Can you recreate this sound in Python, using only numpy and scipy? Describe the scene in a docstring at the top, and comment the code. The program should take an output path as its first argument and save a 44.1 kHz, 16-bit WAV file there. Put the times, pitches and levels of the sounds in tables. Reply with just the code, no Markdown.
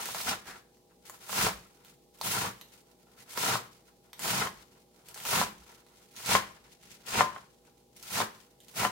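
"""Crisp crunches: a large knife slices ten times through a bunch of kale on a plastic board.
Each stroke squeezes the leaves, then cuts them in a swarm of tiny breaks that also shake the
board. Most strokes end with a knock as the edge lands. In between, single ribs snap and leaves
rustle. A small kitchen echoes it all, and an appliance hums faintly."""
import sys
import numpy as np
from scipy import signal
from scipy.fft import rfft, irfft, next_fast_len
from scipy.io import wavfile
from scipy.ndimage import uniform_filter1d

SR = 44100
rng = np.random.default_rng(int(sys.argv[2]) if len(sys.argv) > 2 else 0)


def file_out(sig):
    """Save sig as 16-bit WAV at sys.argv[1]."""
    # one column per channel
    cols = np.atleast_2d(sig).T
    # limit, then scale
    lim = np.clip(cols, -1, 1)
    pcm = np.round(lim * 32767).astype(np.int16)
    wavfile.write(sys.argv[1], SR, pcm)


N = 392914
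TIME = np.arange(N) / SR

# The knife strokes: bite_s, squeeze_s (before the bite), cut_s, thickest_point (share of the cut),
# squeeze_db, crunch_db, swell_db (rise to the thickest point), grip_db, weight_db, crisp_db
STROKES = [(0.252, 0.26, 0.067, 0.61, -41, -32.5, 9, -35.5, -38.5, 1),
           (1.297, 0.087, 0.17, .8, -53, -29, 15.5, -32, -36.5, 3),
           (2.244, .1, .219, .45, -65, -34.5, 3, -36, -38.5, 4),
           (3.376, 0.079, 0.17, .65, -51, -31, 6, -32.5, -39.5, 1.5),
           (4.236, .03, .21, .42, -43, -32.5, 2.5, -34.5, -37, 2),
           (5.257, .095, 0.17, .6, -48.5, -29.5, 10, -32, -35.5, 2.5),
           (6.26, .09, 0.093, .88, -47, -27, 12, -30.5, -34.5, 0),
           (7.123, 0.053, .085, 0.91, -42.5, -30.5, 8, -30.5, -35, -2),
           (8.107, 0.077, .098, .85, -50.5, -31.5, 11, -35, -39, 2),
           (8.772, 0.087, 0.079, 0.58, -58.5, -32, 5, -33, -35, 2.5)]
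# The tone of one tiny break in a leaf: frequency_hz, level_db
LEAF_TONE = [(100, -23), (400, -19.5), (900, -31), (1900, -0.5), (3200, -0.5), (5000, -0.5), (7400, -2),
             (10000, -4.5), (15800, -8)]


def from_db(db):
    """Turns decibels into a gain to multiply by."""
    return 10 ** (np.asarray(db) / 20)


def unit(x):
    """Scales a signal to an average power of one."""
    return x / np.sqrt(np.mean(x ** 2) + 1e-20)


def lookup(points, hz):
    """Reads between the rows of a (frequency_hz, value) table, spaced by octaves."""
    row_hz, value = np.transpose(points)
    return np.interp(np.log(hz + 1), np.log(row_hz + 1), value)


def add(mix, start_s, sound):
    """Lays a sound into the mix at its start time."""
    part = mix[max(round(start_s * SR), 0):][:len(sound)]
    part += sound[:len(part)]


def click(tone, size=2048):
    """The shortest click that has this tone, with an energy of one."""
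    log_gain = np.log(from_db(lookup(tone, abs(np.fft.fftfreq(size, 1 / SR)))))
    spectrum = np.exp(signal.hilbert(log_gain).conj())  # packs the energy at the start
    pulse = np.fft.ifft(spectrum).real[:size // 2]
    return pulse / np.linalg.norm(pulse)


def play_at(clicks, sound):
    """Plays a copy of the sound at every click."""
    return signal.oaconvolve(clicks, sound)[:N]


def random_clicks(per_s, spread_db):
    """Clicks of uneven size whose average power stays the same even if their rate changes."""
    at = np.flatnonzero(rng.random(N) < per_s / SR)
    size_db = spread_db * np.minimum(rng.exponential(1, len(at)), 3.5)
    clicks = np.zeros(N)
    clicks[at] = rng.choice([-1, 1], len(at)) * from_db(size_db)
    return unit(clicks / np.sqrt(per_s))


def spurts(depth_db, length_s):
    """An uneven gain: the edge meets one leaf after another."""
    wander = np.interp(TIME / length_s, np.arange(8000), rng.standard_normal(8000))
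    return unit(from_db(depth_db * wander))


def spread_treble(spectra, hz, corner_hz):
    """Long, low waves arrive alike on the left and right; short, high ones differ."""
    angle = np.pi / 4 * (.15 + .85 * hz ** 2 / (hz ** 2 + corner_hz ** 2))
    return np.cos(angle) * spectra[0] + np.array([[1], [-1]]) * np.sin(angle) * spectra[1]


def kitchen(x, early_db, tail_db, lean_db=0, lag_s=0, smooth_bins=160):
    """Sound arrives directly, off a cupboard, off the counter and as the room's fading tail."""
    # How long the room takes to fade by 60 dB: frequency_hz, fade_s
    fade_times = [(100, 0.75), (300, 0.38), (1000, 0.35), (3000, 0.37), (8000, 0.31), (15000, 0.35)]
    # Where the board's sound seems to sit: frequency_hz, left_minus_right_db
    balance = [(250, -1), (600, -0.6), (1050, 2.5), (2000, 1.6), (4000, 0.5), (8000, 0.7), (13000, -3)]
    size, echo_s, echo_gain = 32768, 0.0067, 0.15
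    t, hz = np.arange(size) / SR, np.fft.rfftfreq(size, 1 / SR)
    early, tail = rng.standard_normal((2, 2, size))
    early = early * np.exp(-t / 0.0057) * (t > .001)  # quick scatter from the counter
    band_hz, frame_s, bands = signal.stft(tail, SR, nperseg=256)
    fade = np.exp(-np.log(1000) * frame_s / lookup(fade_times, band_hz)[:, None])
    tail = signal.istft(bands * fade, SR, nperseg=256)[1][:, :size]
    tail = tail * (1 - np.exp(-(t / 0.0013) ** 2))  # soft start
    scatter = rfft(from_db(early_db) * unit(early) + from_db(tail_db) * unit(tail)) / np.sqrt(size)
    cupboard = echo_gain * np.exp(-2j * np.pi * hz * echo_s)
    path = 1 + cupboard + spread_treble(scatter, hz, corner_hz=287)
    # The room spreads each band's energy over time without adding to it.
    path /= np.sqrt(uniform_filter1d(abs(path) ** 2, size=smooth_bins, axis=1))
    path *= from_db(np.array([[1], [-1]]) * (lookup(balance, hz) + lean_db) / 2)  # plus leans left
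    path *= np.exp(-2j * np.pi * hz * np.maximum([[-lag_s], [lag_s]], 0))  # the far side is later
    return signal.oaconvolve(np.atleast_2d(x), irfft(path)[:, :size * 3 // 4], axes=1)[:, :N]


def appliance(air_db=-65.5, waver_radians=0.52, waver_hz=1.1):
    """A motor hums with faint, wavering tones in a soft rush of air."""
    # The motor's tones: pitch_hz, level_db
    hum_tones = [(57, -78), (121, -85.5), (181, -80), (241, -79), (324, -89), (365, -74.5), (434, -78.5),
                 (485, -74.5), (646, -85.5), (808, -77.5), (974, -94)]
    # The tone of the air: frequency_hz, level_db
    air_tone = [(12, -59), (20, -28), (50, -8.5), (90, -15), (130, -3), (210, -4.5), (380, -6.5), (530, -7),
                (900, -13.5), (1600, -30.5), (4000, -21.5), (15800, -26.5)]
    size = next_fast_len(N)
    bin_hz = np.fft.rfftfreq(size, 1 / SR)
    noise = spread_treble(rfft(rng.standard_normal((2, size))), bin_hz, corner_hz=351)
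    air = irfft(noise * from_db(lookup(air_tone, bin_hz)), size)[:, :N]
    hum = np.zeros((2, N))
    for hz, db in hum_tones:
        drift = np.interp(TIME * waver_hz, np.arange(200), rng.standard_normal(200))
        phase = 2 * np.pi * (hz * TIME + rng.random()) + waver_radians * drift
        arrival_s = rng.uniform(-.0004, .0004, (2, 1))
        hum += from_db(db) * np.sqrt(2) * np.sin(phase + 2 * np.pi * hz * arrival_s)
    return hum + from_db(air_db) * unit(air)


def board_bumps(pitch_hz=57, swell_s=0.023):
    """The whole board rocks on the counter for a few slow cycles."""
    # The hand sets the board down softly: start_s, level_db
    bumps = [(1.53, -55), (4.57, -62), (5.585, -59), (6.64, -68)]
    t, out = np.arange(SR // 4) / SR, np.zeros(N)
    swell = t / swell_s * np.exp(1 - t / swell_s)
    for start_s, db in bumps:
        add(out, start_s, from_db(db) * swell * np.sin(2 * np.pi * pitch_hz * t))
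    return out


def blade_scrapes(width_hz=420):
    """The blade slides sideways; its tiny slips ring in one broad band of pitch."""
    # The flat of the blade drags over leaves and plastic: middle_s, half_length_s, level_db, pitch_hz
    scrapes = [(0.499, 0.039, -47.5, 1680), (1.878, .04, -81, 1690), (3.207, 0.023, -63, 2079),
               (6.335, 0.029, -33.5, 2181), (7.166, 0.043, -39, 2528), (8.815, 0.029, -38, 2145)]
    t, out = np.arange(SR // 30) / SR, np.zeros(N)
    for middle_s, half_s, db, hz in scrapes:
        slips = rng.standard_normal(SR // 3)
        ring = np.exp(-np.pi * width_hz * t) * np.sin(2 * np.pi * hz * t)
        offset_s = (np.arange(len(slips)) - len(slips) / 2) / SR
        swell = from_db(db) * np.exp(-(offset_s / half_s) ** 2)
        add(out, middle_s + offset_s[0], swell * unit(signal.fftconvolve(slips, ring, "same")))
    return kitchen(out, early_db=-3, tail_db=-4)


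def board_ring(pitch_factor, length_factor, hardness, cushion_s=0.00078):
    """The board rings after a blow softened by leaves; hardness lifts high tones, in dB per octave."""
    # The natural tones of the board and blade: pitch_hz, level_db, fade_s (to fall 60 dB)
    tones = [(590, -6.5, 0.11), (749, -7.5, 0.12), (826, -13.5, 0.065), (936, 7.5, 0.035), (1030, -.5, .21),
             (1060, 1, .022), (1105, -10, .16), (1200, -9, .14), (1386, -13, 0.14), (1430, -9.5, 0.057),
             (1815, -4.5, 0.033), (1940, -15, 0.031), (2050, -21, 0.11), (2410, -22, 0.024),
             (3017, -16.5, 0.058), (3600, -19, 0.011)]
    t, ring = np.arange(SR // 5) / SR, np.zeros(SR // 5)
    main_hz = max(tones, key=lambda tone: tone[1])[0]
    for hz, db, fade_s in tones:
        gain = from_db(db + hardness * max(np.log2(hz / main_hz), 0))
        fade = np.exp(-np.log(1000) * t / (fade_s * length_factor))
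        ring += gain * fade * np.sin(2 * np.pi * hz * pitch_factor * (t - cushion_s))
    ring *= 1 - np.exp(-(t / cushion_s) ** 2)
    ring = signal.sosfilt(signal.butter(2, 450, "high", fs=SR, output="sos"), ring)
    return ring / abs(ring).max()


def board_shake(grip, weight, rub_db=0.5, ring_db=-10, detune=0.072):
    """The jerking blade drums on the board and makes it ring, lower at the heel than at the tip."""
    # The dull thud of the board on the counter: frequency_hz, level_db
    thud_tone = [(15, -43.5), (32, -18.5), (55, -7.5), (78, -12), (115, -0.5), (155, -3), (195, 3),
                 (250, -5.5), (310, -12), (420, -15.5), (800, -35), (4000, -58.5)]
    # The blade's rubbing, passed on to the board: frequency_hz, level_db
    rub_tone = [(60, -35), (200, -14.5), (380, -6.5), (540, -4), (680, -2), (880, -2.5), (1100, -5),
                (1400, -2.5), (2200, -9), (4000, -18.5), (12000, -58)]
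    shoves = weight * random_clicks(per_s=700, spread_db=-2.5)
    thuds = play_at(shoves, click(thud_tone))
    out = kitchen(thuds, early_db=-3.5, tail_db=-13.5, lean_db=1, smooth_bins=40)
    force = grip * spurts(depth_db=4.25, length_s=0.0043)
    for place in (-1, 1):  # heel, tip
        ring = board_ring(pitch_factor=1 + place * detune, length_factor=.25, hardness=-1)
        jerks = force * random_clicks(per_s=1100, spread_db=2)
        rubbing = from_db(rub_db) * play_at(jerks, click(rub_tone))
        ringing = from_db(ring_db) * play_at(jerks, ring / np.linalg.norm(ring))
        out += kitchen(rubbing + ringing, early_db=5, tail_db=-4, lag_s=place * 0.00006)
    return out


def edge_knocks():
    """The edge breaks through the last leaf and lands on the plastic; thick leaves shorten the ring."""
    # The landings: start_s, level_db, pitch_factor, length_factor, hardness_db_per_octave,
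    # left_minus_right_db
    knocks = [(0.088, -30.5, 0.94, 0.33, -11, -2), (0.147, -33.5, 0.78, .2, -1, 4),
              (0.318, -29, 0.97, 0.48, 2, 4), (1.097, -37.5, 1.04, 0.18, 2, -2),
              (1.467, -20, 0.74, 0.16, 5, 2), (2.212, -26.5, 0.87, 0.23, -21, 3),
              (3.555, -15.5, 1.065, 0.39, 1, 6), (4.471, -20.5, 1.046, 0.45, 12, 4),
              (5.414, -12, 0.96, 0.48, 3, -1), (6.351, -4, 1.03, 0.41, 10.5, 2.5),
              (7.2072, -6, 1.0, 1.0, 4.5, 4.5), (7.362, -25.5, 1.04, 0.32, 9, -2.5),
              (8.202, -15.5, 1.01, 0.74, -16.5, 1.5), (8.35, -59, 1.03, 0.63, 9, 3),
              (8.832, -22, 0.71, 0.51, 6, 2), (8.850, -9.5, .99, 0.63, 10.5, 3)]
    out = np.zeros((2, N))
    for start_s, db, pitch_factor, length_factor, hardness, lean_db in knocks:
        ring = board_ring(pitch_factor, length_factor, hardness)
        for channel, side in zip(out, (1, -1)):
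            add(channel, start_s, from_db(db + side * lean_db / 2) * ring)
    return kitchen(out, early_db=-12, tail_db=-10, lag_s=.0001)


def rib_snaps(fade_s=0.0006, rise_s=0.00055):
    """A rib gives way in a quick run of tearing fibres and ticks the board."""
    # Single ribs and leaf edges breaking: start_s, energy_db, board_db (compared with the snap)
    snaps = [(0.056, -8, -18), (0.147, -14, 0), (0.203, -20, 5), (0.255, -16, -12), (0.770, -40.5, -7),
             (1.097, -17, -7), (1.213, -42, -12.5), (1.294, -20.5, 7.5), (1.329, -15, 6), (1.848, -28, -27),
             (2.213, -9.5, -5), (2.280, -23, 3), (2.612, -18, -10), (3.334, -22, -5), (3.375, -8.5, 0.5),
             (3.395, -12, -4), (4.131, -19, -7), (4.193, -14, -7), (4.279, -9, -3), (5.086, -19.5, -13.5),
             (5.144, -15, -20), (5.176, -20, -4), (5.201, -19, -22), (5.252, -10.5, -2), (5.283, -27, -10),
             (5.865, -35, -2), (6.164, -19, -26), (6.26, -8.5, -27), (6.277, -15.5, -19.5),
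             (6.832, -30.5, -8), (7.11, -19.5, -6), (7.651, -39, -6), (7.967, -25, -27),
             (8.027, -19.5, -20.5), (8.603, -29.5, -32), (8.683, -26, -22)]
    t, out = np.arange(SR // 100) / SR, np.zeros(N)
    leaf = click(LEAF_TONE)
    ring = board_ring(pitch_factor=0.9, length_factor=0.11, hardness=13)
    for start_s, db, board_db in snaps:
        tear = rng.standard_normal(len(t)) * np.exp(-t / fade_s) * (1 - np.exp(-(t / rise_s) ** 2))
        add(out, start_s, from_db(db) * np.convolve(tear / np.linalg.norm(tear), leaf))
        add(out, start_s, from_db(db + board_db) * ring / np.linalg.norm(ring))
    return kitchen(out, early_db=-0.5, tail_db=0.5, lean_db=-0.5)


def hand_effort():
    """Three gains over time: the leaves' crunch, the blade's grip on the board, the hand's weight."""
    # Fingers and blade shift loose leaves: middle_s, half_length_s, level_db, board_db (relative)
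    rustles = [(.485, 0.032, -47.5, -6.5), (.545, 0.052, -54, -3), (.91, 0.017, -76, 3.5),
               (1.07, .032, -54, -9), (1.133, 0.035, -58, -3), (1.77, 0.079, -68, -5.5),
               (1.867, 0.059, -62, -6), (2.581, 0.049, -62.5, -9), (2.755, 0.055, -61.5, -8.5),
               (2.902, 0.047, -70.5, -4.5), (3.01, 0.026, -70, -5), (3.13, 0.068, -66, -4),
               (3.202, .035, -56, -8), (3.28, 0.026, -63, 0.5), (3.73, 0.044, -67, -11),
               (3.889, .025, -75, 3), (4.061, 0.034, -69, -3), (4.571, 0.069, -60, -5.5),
               (4.75, 0.047, -62.5, -6), (5.0, 0.06, -68, -3), (5.075, 0.029, -56, -10),
               (5.11, 0.026, -58.5, -4), (5.698, 0.11, -61, -4.5), (5.93, 0.05, -65, -4),
               (6.02, .05, -63, -8), (6.13, 0.051, -64, -13.5), (6.551, 0.044, -62, -3),
               (6.656, .025, -61, -1), (6.717, 0.032, -65, -8), (6.855, 0.048, -57, -14),
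               (6.93, 0.05, -56, -14), (7.02, 0.032, -62, -7), (7.353, 0.078, -57.5, 1),
               (7.679, 0.037, -65.5, -7), (7.783, 0.057, -70, -12), (7.98, 0.035, -55, -16),
               (8.385, 0.1, -61.5, -8.5), (8.634, 0.032, -61, -29)]
    touch_db_per_s, attack_db_per_s, release_db_per_s, settle_db_per_s = 601, 557.5, 330, 50
    power = np.zeros((3, N))
    power[0] = from_db(-82) ** 2  # the held bunch is never quite still
    cushioned = from_db([[0], [-8], [-16]])  # uncut leaves shield the board
    for bite_s, squeeze_s, cut_s, thickest, *levels in STROKES:
        squeeze_db, crunch_db, swell_db, grip_db, weight_db, _ = levels
        t = TIME - bite_s
        depth = np.clip(t / cut_s, 0, 1)
        before_s, after_s = np.clip(-t, 0, 1), np.clip(t - cut_s, 0, 1)
        touch_db = touch_db_per_s * np.maximum(before_s - squeeze_s, 0)
        slack_db = .5 * np.minimum(before_s / squeeze_s, 1)  # the squeeze tightens up to the bite
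        squeeze = (t < 0) * from_db(squeeze_db - touch_db - slack_db)
        arch_db = swell_db * (1 - depth / thickest) ** 2
        cut = from_db(-attack_db_per_s * before_s - arch_db - release_db_per_s * after_s)
        settle = (t > cut_s) * from_db(crunch_db - 27 - settle_db_per_s * after_s)  # cut strips sag
        power += ((squeeze + settle) * cushioned) ** 2
        power[0] += (cut * from_db(crunch_db)) ** 2
        # The board takes more of the force as the cut deepens.
        power[1] += (cut * from_db(grip_db - 4.5 * (1 - depth))) ** 2
        power[2] += (cut * from_db(weight_db - 7.5 * (1 - depth))) ** 2
    for middle_s, half_s, db, board_db in rustles:
        near = abs(TIME - middle_s) < 2 * half_s
        swell = from_db(db) * np.exp(-((TIME[near] - middle_s) / half_s) ** 2)
        power[:, near] += (swell * from_db([[0], [board_db], [-9]])) ** 2
    return np.sqrt(power)


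def crispness(x, above_hz=8340, fall_db=5):
    """The highest treble drops during each cut, as the blade sinks from thin leaf into fleshy rib."""
    bite_s, _, cut_s, *_, crisp_db = np.transpose(STROKES)
    times_s = np.column_stack([bite_s, bite_s + cut_s]).ravel()
    levels_db = np.column_stack([crisp_db, crisp_db - fall_db]).ravel()
    gain = from_db(np.interp(TIME, times_s, levels_db))
    treble = signal.sosfiltfilt(signal.butter(2, above_hz, "high", fs=SR, output="sos"), x)
    return x + (gain - 1) * treble


def leaf_crunch(effort, level_db=-6, full_cut_db=-33):
    """Cells burst at four places along the edge: a few crackles in a rustle, a swarm in a full cut."""
    cutting = effort / from_db(full_cut_db)
    bursts_per_s = 55 + 2800 * cutting
    loose = np.exp(-10 * cutting)  # loose leaves shift in longer, more uneven spurts
    gain = effort * spurts(depth_db=1.83, length_s=0.0044)
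    gain *= spurts(depth_db=3, length_s=0.028) ** loose
    out = np.zeros((2, N))
    for place in np.linspace(-1, 1, 4):
        bursts = play_at(gain * random_clicks(bursts_per_s, spread_db=3), click(LEAF_TONE))
        out += kitchen(bursts, early_db=5, tail_db=-6, lean_db=place * 12.2, lag_s=place * 0.0002)
    return from_db(level_db) * out


def scene():
    """Adds up the kale, the board, the blade and the hum."""
    leaves, grip, weight = hand_effort()
    kale = crispness(leaf_crunch(leaves) + rib_snaps())
    return kale + board_shake(grip, weight) + edge_knocks() + blade_scrapes() + board_bumps() + appliance()


def record(dry, cutoff_hz=15980):
    """Removes the very highest treble."""
    low_pass = signal.firwin(511, cutoff_hz, window=("kaiser", 9), fs=SR)
    return signal.oaconvolve(dry, low_pass[None], "same")


dry = scene()
out = record(dry)
file_out(out)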